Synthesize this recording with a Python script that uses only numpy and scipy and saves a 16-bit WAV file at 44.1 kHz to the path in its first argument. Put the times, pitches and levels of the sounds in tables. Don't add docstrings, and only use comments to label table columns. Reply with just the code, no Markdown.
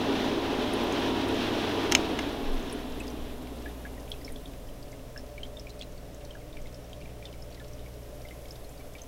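import sys
import numpy as np
from scipy import signal
from scipy.fft import rfft, irfft
from scipy.io import wavfile

SR = 44100
rng = np.random.default_rng(int(sys.argv[2]) if len(sys.argv) > 2 else 0)


def int16_out(signal):
    q = np.round(np.clip(np.atleast_2d(signal).T, -1, 1) * 32767)
    wavfile.write(sys.argv[1], SR, q.astype(np.int16))


N = 399987
T = np.arange(N) / SR
CUTOFF_HZ = 15800

# start_s [s], level_db [dB peak], bubble_hz [Hz]
DROPLETS = [(2.697, -36.5, 5350), (3.004, -34.5, 2620), (3.079, -33, 4910), (3.659, -36.5, 1700),
            (3.851, -36.5, 1693), (4.117, -27, 3310), (4.247, -34.5, 5270), (4.279, -37.5, 2190),
            (4.360, -36, 3420), (4.457, -39, 3460), (4.928, -43.5, 2110), (5.161, -38, 1660),
            (5.176, -35, 5310), (5.379, -37, 2300), (5.432, -32, 3120), (5.569, -38, 3580),
            (5.596, -37, 5280), (5.669, -39, 2400), (5.812, -32, 3400), (6.308, -40.5, 3120),
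            (6.351, -41, 1620), (6.569, -36, 2320), (6.658, -41, 2220), (6.744, -43, 5200),
            (7.013, -38.5, 2390), (7.055, -38, 2400), (7.225, -38.5, 2390), (7.254, -31, 3560),
            (7.423, -41.5, 5270), (7.600, -42, 1754), (7.734, -41, 5700), (7.860, -43.5, 2210),
            (8.309, -38.5, 2050), (8.508, -36, 5200), (8.952, -38, 2320), (9.017, -38.5, 6320)]


def from_db(db):
    return 10 ** (np.asarray(db) / 20)


def rms_one(x):
    return x / np.sqrt(np.mean(x ** 2) + 1e-20)


def in_time(rows):
    return np.interp(T, *np.transpose(rows))


def add(out, s, sound):
    i = int(np.clip(round(s * SR), 0, N - 1))
    out[i:i + len(sound)] += sound[:N - i]


def noise(spectrum):
    hz, db = np.transpose(spectrum)
    f = np.maximum(np.arange(N // 2 + 1) * SR / N, 1)
    skirts = np.minimum(f / hz[0], 1) ** 2 * np.minimum(hz[-1] / f, 1) ** 2
    colour = from_db(np.interp(np.log(f), np.log(hz), db))
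    white = rfft(rng.standard_normal(N))
    return rms_one(irfft(white * skirts * colour, N))


def drift(rate_hz):
    f = np.arange(N // 2 + 1) * SR / N
    return rms_one(irfft(rfft(rng.standard_normal(N)) / (1 + (f / rate_hz) ** 2), N))


def resonate(x, hz, width_hz):
    r, w = np.exp(-np.pi * width_hz / SR), 2 * np.pi * min(hz, CUTOFF_HZ) / SR
    zeros = np.array([1, 0, -1]) * (1 - r * r) / 2
    poles = [1, -2 * r * np.cos(w), r * r]
    return signal.lfilter(zeros, poles, x + 1e-18)


def tone(hz, waver_db):
    phase = 2 * np.pi * (np.cumsum(hz * np.ones(N)) / SR + rng.random())
    return np.sqrt(2) * np.sin(phase) * from_db(waver_db * drift(0.93))


def fan():
    off_s, coast_s, turns_hz = 1.982, 1.8, 48.68
    # order [multiple of the shaft rate], level_db [dB rms]
    fan_orders = [(2, -46.5), (7, -38.5)]
    # pitch_hz [Hz], level_db [dB rms]
    motor_tones = [(430, -65), (600.5, -50), (828.3, -46.5), (948.3, -47.5), (1200, -54), (2632, -56)]
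    # freq_hz [Hz], level_db [relative dB]
    whoosh_colour = [(70, -19), (140, -13.5), (205, -9.5), (240, -0.5), (288, 1), (350, -7.5), (385, -3),
                     (440, -3), (500, -10), (720, -9.5), (860, -15.5), (1000, -13.5), (1250, -20),
                     (1900, -59)]
    # freq_hz [Hz], level_db [relative dB]
    hiss_colour = [(900, -20), (1400, 0.5), (1800, -1), (2150, -3.5), (2650, -0.5), (3400, 0.5),
                   (4000, -3.5), (4600, -10), (5500, -11), (6300, -16), (7500, -24), (10000, -26.5),
                   (16000, -32)]
    overtone_orders = [21, 28, 35]

    speed = 1 / (1 + np.maximum(T - off_s, 0) / coast_s)
    speed = speed * np.clip((9 - T) / 5, 0, 1)

    whoosh = from_db(-30 + 0.5 * drift(16)) * noise(whoosh_colour) * speed ** 2.8
    hiss = from_db(-37.5 + 1.0 * drift(10)) * noise(hiss_colour) * speed ** 3.46

    column_hz = 257
    column = resonate(rng.standard_normal(N), column_hz, width_hz=23)
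    column = rms_one(resonate(column, column_hz, width_hz=79))
    column = from_db(-42) * column * speed ** 1.4

    shaft_hz = turns_hz * speed * (1 + 0.00055 * drift(0.84))
    blades = sum(from_db(db) * tone(round(k) * shaft_hz, waver_db=1.5) for k, db in fan_orders)
    blades = blades * speed ** 4.5

    powered = np.clip((off_s - T) / 0.082 + 1, 0, 1)
    whine = powered * sum(from_db(db) * tone(hz * (1 + 0.00065 * drift(5.7)), waver_db=1.5)
                          for hz, db in motor_tones)

    overtones = sum(tone(k * shaft_hz * (1 + 0.0079 * drift(25.3)), waver_db=4.0) for k in overtone_orders)
    overtones = overtones * speed ** 1.9
    for _ in range(2):
        overtones = resonate(overtones, hz=860, width_hz=500)
    overtones = from_db(-54) * overtones
    return whoosh + hiss + column + blades + overtones + whine


def background():
    # freq_hz [Hz], level_db [relative dB]
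    room_colour = [(12, 15.5), (19, 8), (29, -9), (80, -4), (140, -2), (210, -10), (275, -3.5), (350, -9),
                   (435, -6), (490, -6), (570, -5), (720, -8.5), (830, -18), (1500, -31.5)]
    # freq_hz [Hz], level_db [relative dB]
    air_colour = [(600, -21), (1000, 4.5), (1500, 1.5), (2200, 1), (3500, -0.5), (4500, -4.5), (5400, -2),
                  (7000, -6.5), (9500, -7), (12000, -8.5), (16000, -8.5)]
    # pitch_hz [Hz], level_db [dB rms]
    hum_tones = [(39.4, -51.5), (59.9, -49.5), (180, -62.5), (300, -69), (420, -61.5), (900, -73.5),
                 (1020, -80), (1260, -82), (1380, -89), (1500, -86)]
    # time_s [s], level_db [dB rms]
    buzz_curve = [(0, -59), (2.3, -56), (3, -52), (4.4, -56), (5.5, -54), (8, -51.5), (9.07, -60)]
    # time_s [s], level_db [dB]
    drone_curve = [(0, -78), (3.9, -64), (4.6, -54.5), (8.3, -56), (9.07, -61)]
    # centre_s [s], half_length_s [s], level_db [dB]
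    bump_list = [(2.547, 0.089, -28), (2.888, 0.1, -35.5), (3.273, 0.083, -35), (4.304, 0.048, -38),
                 (6.63, 0.062, -37)]

    rumble = from_db(-45.5) * noise(room_colour)
    air = from_db(-57) * noise(air_colour)
    hum = sum(from_db(db) * tone(hz, waver_db=3.0) for hz, db in hum_tones)
    buzz = from_db(in_time(buzz_curve)) * tone(119.3, waver_db=1)

    drone_hz = 589
    drone = resonate(rng.standard_normal(N), drone_hz, width_hz=8.4)
    drone = rms_one(resonate(drone, drone_hz, width_hz=193))
    drone = from_db(in_time(drone_curve)) * drone

    bumps = sum(from_db(db) * np.exp(-((T - s) / length) ** 2) for s, length, db in bump_list)
    handling = bumps * noise([(8, -9), (18, 10), (40, -26)])
    return rumble + air + hum + buzz + drone + handling


def spray():
    # freq_hz [Hz], level_db [relative dB]
    spray_colour = [(4000, -14), (7300, -4.5), (8600, -9), (9450, -1), (10000, -7), (10800, -3.5),
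                    (11250, 0.5), (11900, -5), (12350, 2), (12700, -7), (14500, -6), (16000, -14)]
    # time_s [s], level_db [dB rms]
    spray_curve = [(0, -63), (2, -61.5), (3, -61.5), (4.2, -62), (4.8, -66), (6, -75), (7.5, -71),
                   (8.4, -61.5), (9.07, -65)]
    return from_db(in_time(spray_curve) + 1.4 * drift(40)) * noise(spray_colour)


def shower(per_s, db, hz):
    size_spread_db, pitch_spread_octaves = 4.5, 0.86
    count = 200
    wait, size, pitch = rng.random((count, 3)).T
    s = np.cumsum(2 * wait) / per_s
    level_db = db + size_spread_db * (2 * size - 1)
    pitch_hz = hz * 2 ** (pitch_spread_octaves * (2 * pitch - 1))
    return np.transpose([s, level_db, pitch_hz])[s < N / SR]


def rebounds():
    s, db, hz = np.transpose(DROPLETS)
    wait, pitch = rng.random((len(s), 2)).T
    later_s = s + 0.017 * (.5 + wait)
    pitch_hz = hz * 2 ** (0.32 * (2 * pitch - 1))
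    return np.transpose([later_s, db - 11, pitch_hz])


def plink(hz, cycles, glide, swell_s, wobble):
    t, t60 = T[:SR // 12], cycles / hz
    churn = np.interp(t, t[::80], rng.standard_normal(len(t[::80])))
    envelope = (1 - np.exp(-t / swell_s)) * from_db(-60 * t / t60)
    phase = 2 * np.pi * np.cumsum(hz * (1 + glide * np.minimum(t / t60, 1))) / SR
    ring = np.sin(phase) + wobble * churn * np.sin(phase + np.pi / 3)
    return envelope / envelope.max() * ring / np.sqrt(1 + wobble ** 2)


def tick(hz, breadth, t60):
    t = T[:SR // 14]
    spatter = rng.standard_normal(len(t)) * from_db(-60 * t / t60)
    sound = resonate(resonate(spatter, hz, breadth * hz), hz, 2.5 * hz)
    return sound / np.abs(sound).max()


def drips():
    out = np.zeros(N)
    drops = [*DROPLETS, *rebounds(), *shower(per_s=7, db=-48, hz=3300)]
    chance = rng.standard_normal((len(drops), 2))
    for (s, db, hz), (damping_db, glide) in zip(drops, chance):
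        cycles = 65 * from_db(damping_db)
        bubble = plink(hz, cycles, glide=0.042 * glide, swell_s=0.00086, wobble=0.21)
        splash = tick(hz, breadth=0.079, t60=0.028)
        add(out, s, from_db(db - 2.5) * bubble)
        add(out, s, from_db(db - 4) * splash)

    faint_per_s = 12
    for when, size, strength in rng.random((int(faint_per_s * N / SR), 3)):
        splat = tick(2000 * 3 ** size, breadth=0.29, t60=0.035)
        add(out, when * N / SR, from_db(-50 + 20 * (strength - .5)) * splat)
    return out


def lid_ticks():
    # start_s [s], level_db [dB peak], centre_hz [Hz]
    tick_list = [(.736, -31.5, 9900), (.838, -38, 14000), (.924, -32, 6660), (1.286, -36, 9600),
                 (2.727, -30, 9700), (3.001, -34, 7900), (4.103, -40, 10500), (4.323, -36, 9500),
                 (5.822, -31.5, 2780), (6.25, -38.5, 4400), (6.931, -34, 3230), (7.598, -42, 3500),
                 (7.793, -44, 3300), (8.286, -40, 2980)]
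    out = np.zeros(N)
    for s, db, hz in [*tick_list, *shower(per_s=3.6, db=-46.5, hz=5400)]:
        add(out, s, from_db(db) * tick(hz, breadth=0.12, t60=0.0091))
    return out


def switch():
    # start_s [s], level_db [nominal peak dB], grind_s [s],
    # chatter_t60_s [s], brightness_hz [Hz]
    contacts = [(1.915, -21, 0.0018, .02, 6000), (1.9217, -7, 0.0011, 0.024, 9000),
                (1.950, -2.5, 0.002, 0.011, 8000), (2.189, -21, 0.0051, .015, 1200)]
    # pitch_hz [Hz], level_db [relative dB], t60_s [s]
    housing_modes = [(550, -11, 0.018), (736, -6, 0.022), (1310, -6, 0.018), (1940, 3, 0.0073),
                     (2200, 1, 0.008), (2860, 7.5, 0.0072), (3920, -4, 0.026), (4460, -10, 0.0048),
                     (5330, 3, 0.0082), (6270, 4, 0.0041), (7100, -17, .005), (7850, -22, .006),
                     (9050, -28, 0.0041), (9600, -13, 0.0038), (13000, -11, 0.0032), (14300, -21, 0.0027)]
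    chatter, crest_db = 0.49, 6.5
    out, t = np.zeros(N), T[:SR // 10]
    for s, db, grind_s, t60, bright_hz in contacts:
        strength = np.where(t < grind_s, 1, chatter * from_db(-60 * (t - grind_s) / t60))
        sound = np.zeros(len(t))
        for hz, level_db, ring_s in housing_modes:
            force = rng.standard_normal(len(t)) * strength
            width_hz = np.log(1000) / np.pi / ring_s
            sound += from_db(level_db) * rms_one(resonate(force, hz, width_hz))
        crack = resonate(rng.standard_normal(len(t)) * strength, hz=1700, width_hz=2200)
        sound += from_db(1) * rms_one(crack)
        sound = signal.lfilter([1], [1, -np.exp(-2 * np.pi * bright_hz / SR)], sound)
        blow_rms = np.sqrt(np.mean(strength ** 2))
        add(out, s, from_db(db - crest_db) * rms_one(sound) * blow_rms)
    return out


def chamber(x, t60, tail_db):
    # delay_s [s], gain [amplitude factor]
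    wall_echoes = [(.0013, 0.063), (.0029, 0.11), (.0047, .22), (.0078, 0.048)]
    t = T[:SR // 2]
    tail = rng.standard_normal(len(t)) * from_db(-60 * t / t60) * (1 - np.exp(-t / 0.0018))
    response = from_db(tail_db) * tail / np.sqrt(np.sum(tail ** 2))
    response[0] += 1
    for delay_s, gain in wall_echoes:
        add(response, delay_s, np.array([.25, .5, .25]) * gain)
    return signal.fftconvolve(x, response)[:N]


def scene():
    droplets = chamber(drips() + lid_ticks(), t60=0.054, tail_db=-7.0)
    clicks = chamber(switch(), t60=0.12, tail_db=-17.0)
    mid = fan() + background() + spray() + droplets + clicks
    side_colour = [(40, 8), (300, 3.0), (1000, -4.0), (4000, -10), (9000, 5.5), (15000, 9.5)]
    side = from_db(-74) * noise(side_colour)
    return np.array([mid + side, mid - side])


def record(dry):
    low_pass = signal.ellip(12, .1, 80, CUTOFF_HZ, fs=SR, output="sos")
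    return signal.sosfilt(low_pass, np.clip(dry, -1, 1))


dry = scene()
out = record(dry)
int16_out(out)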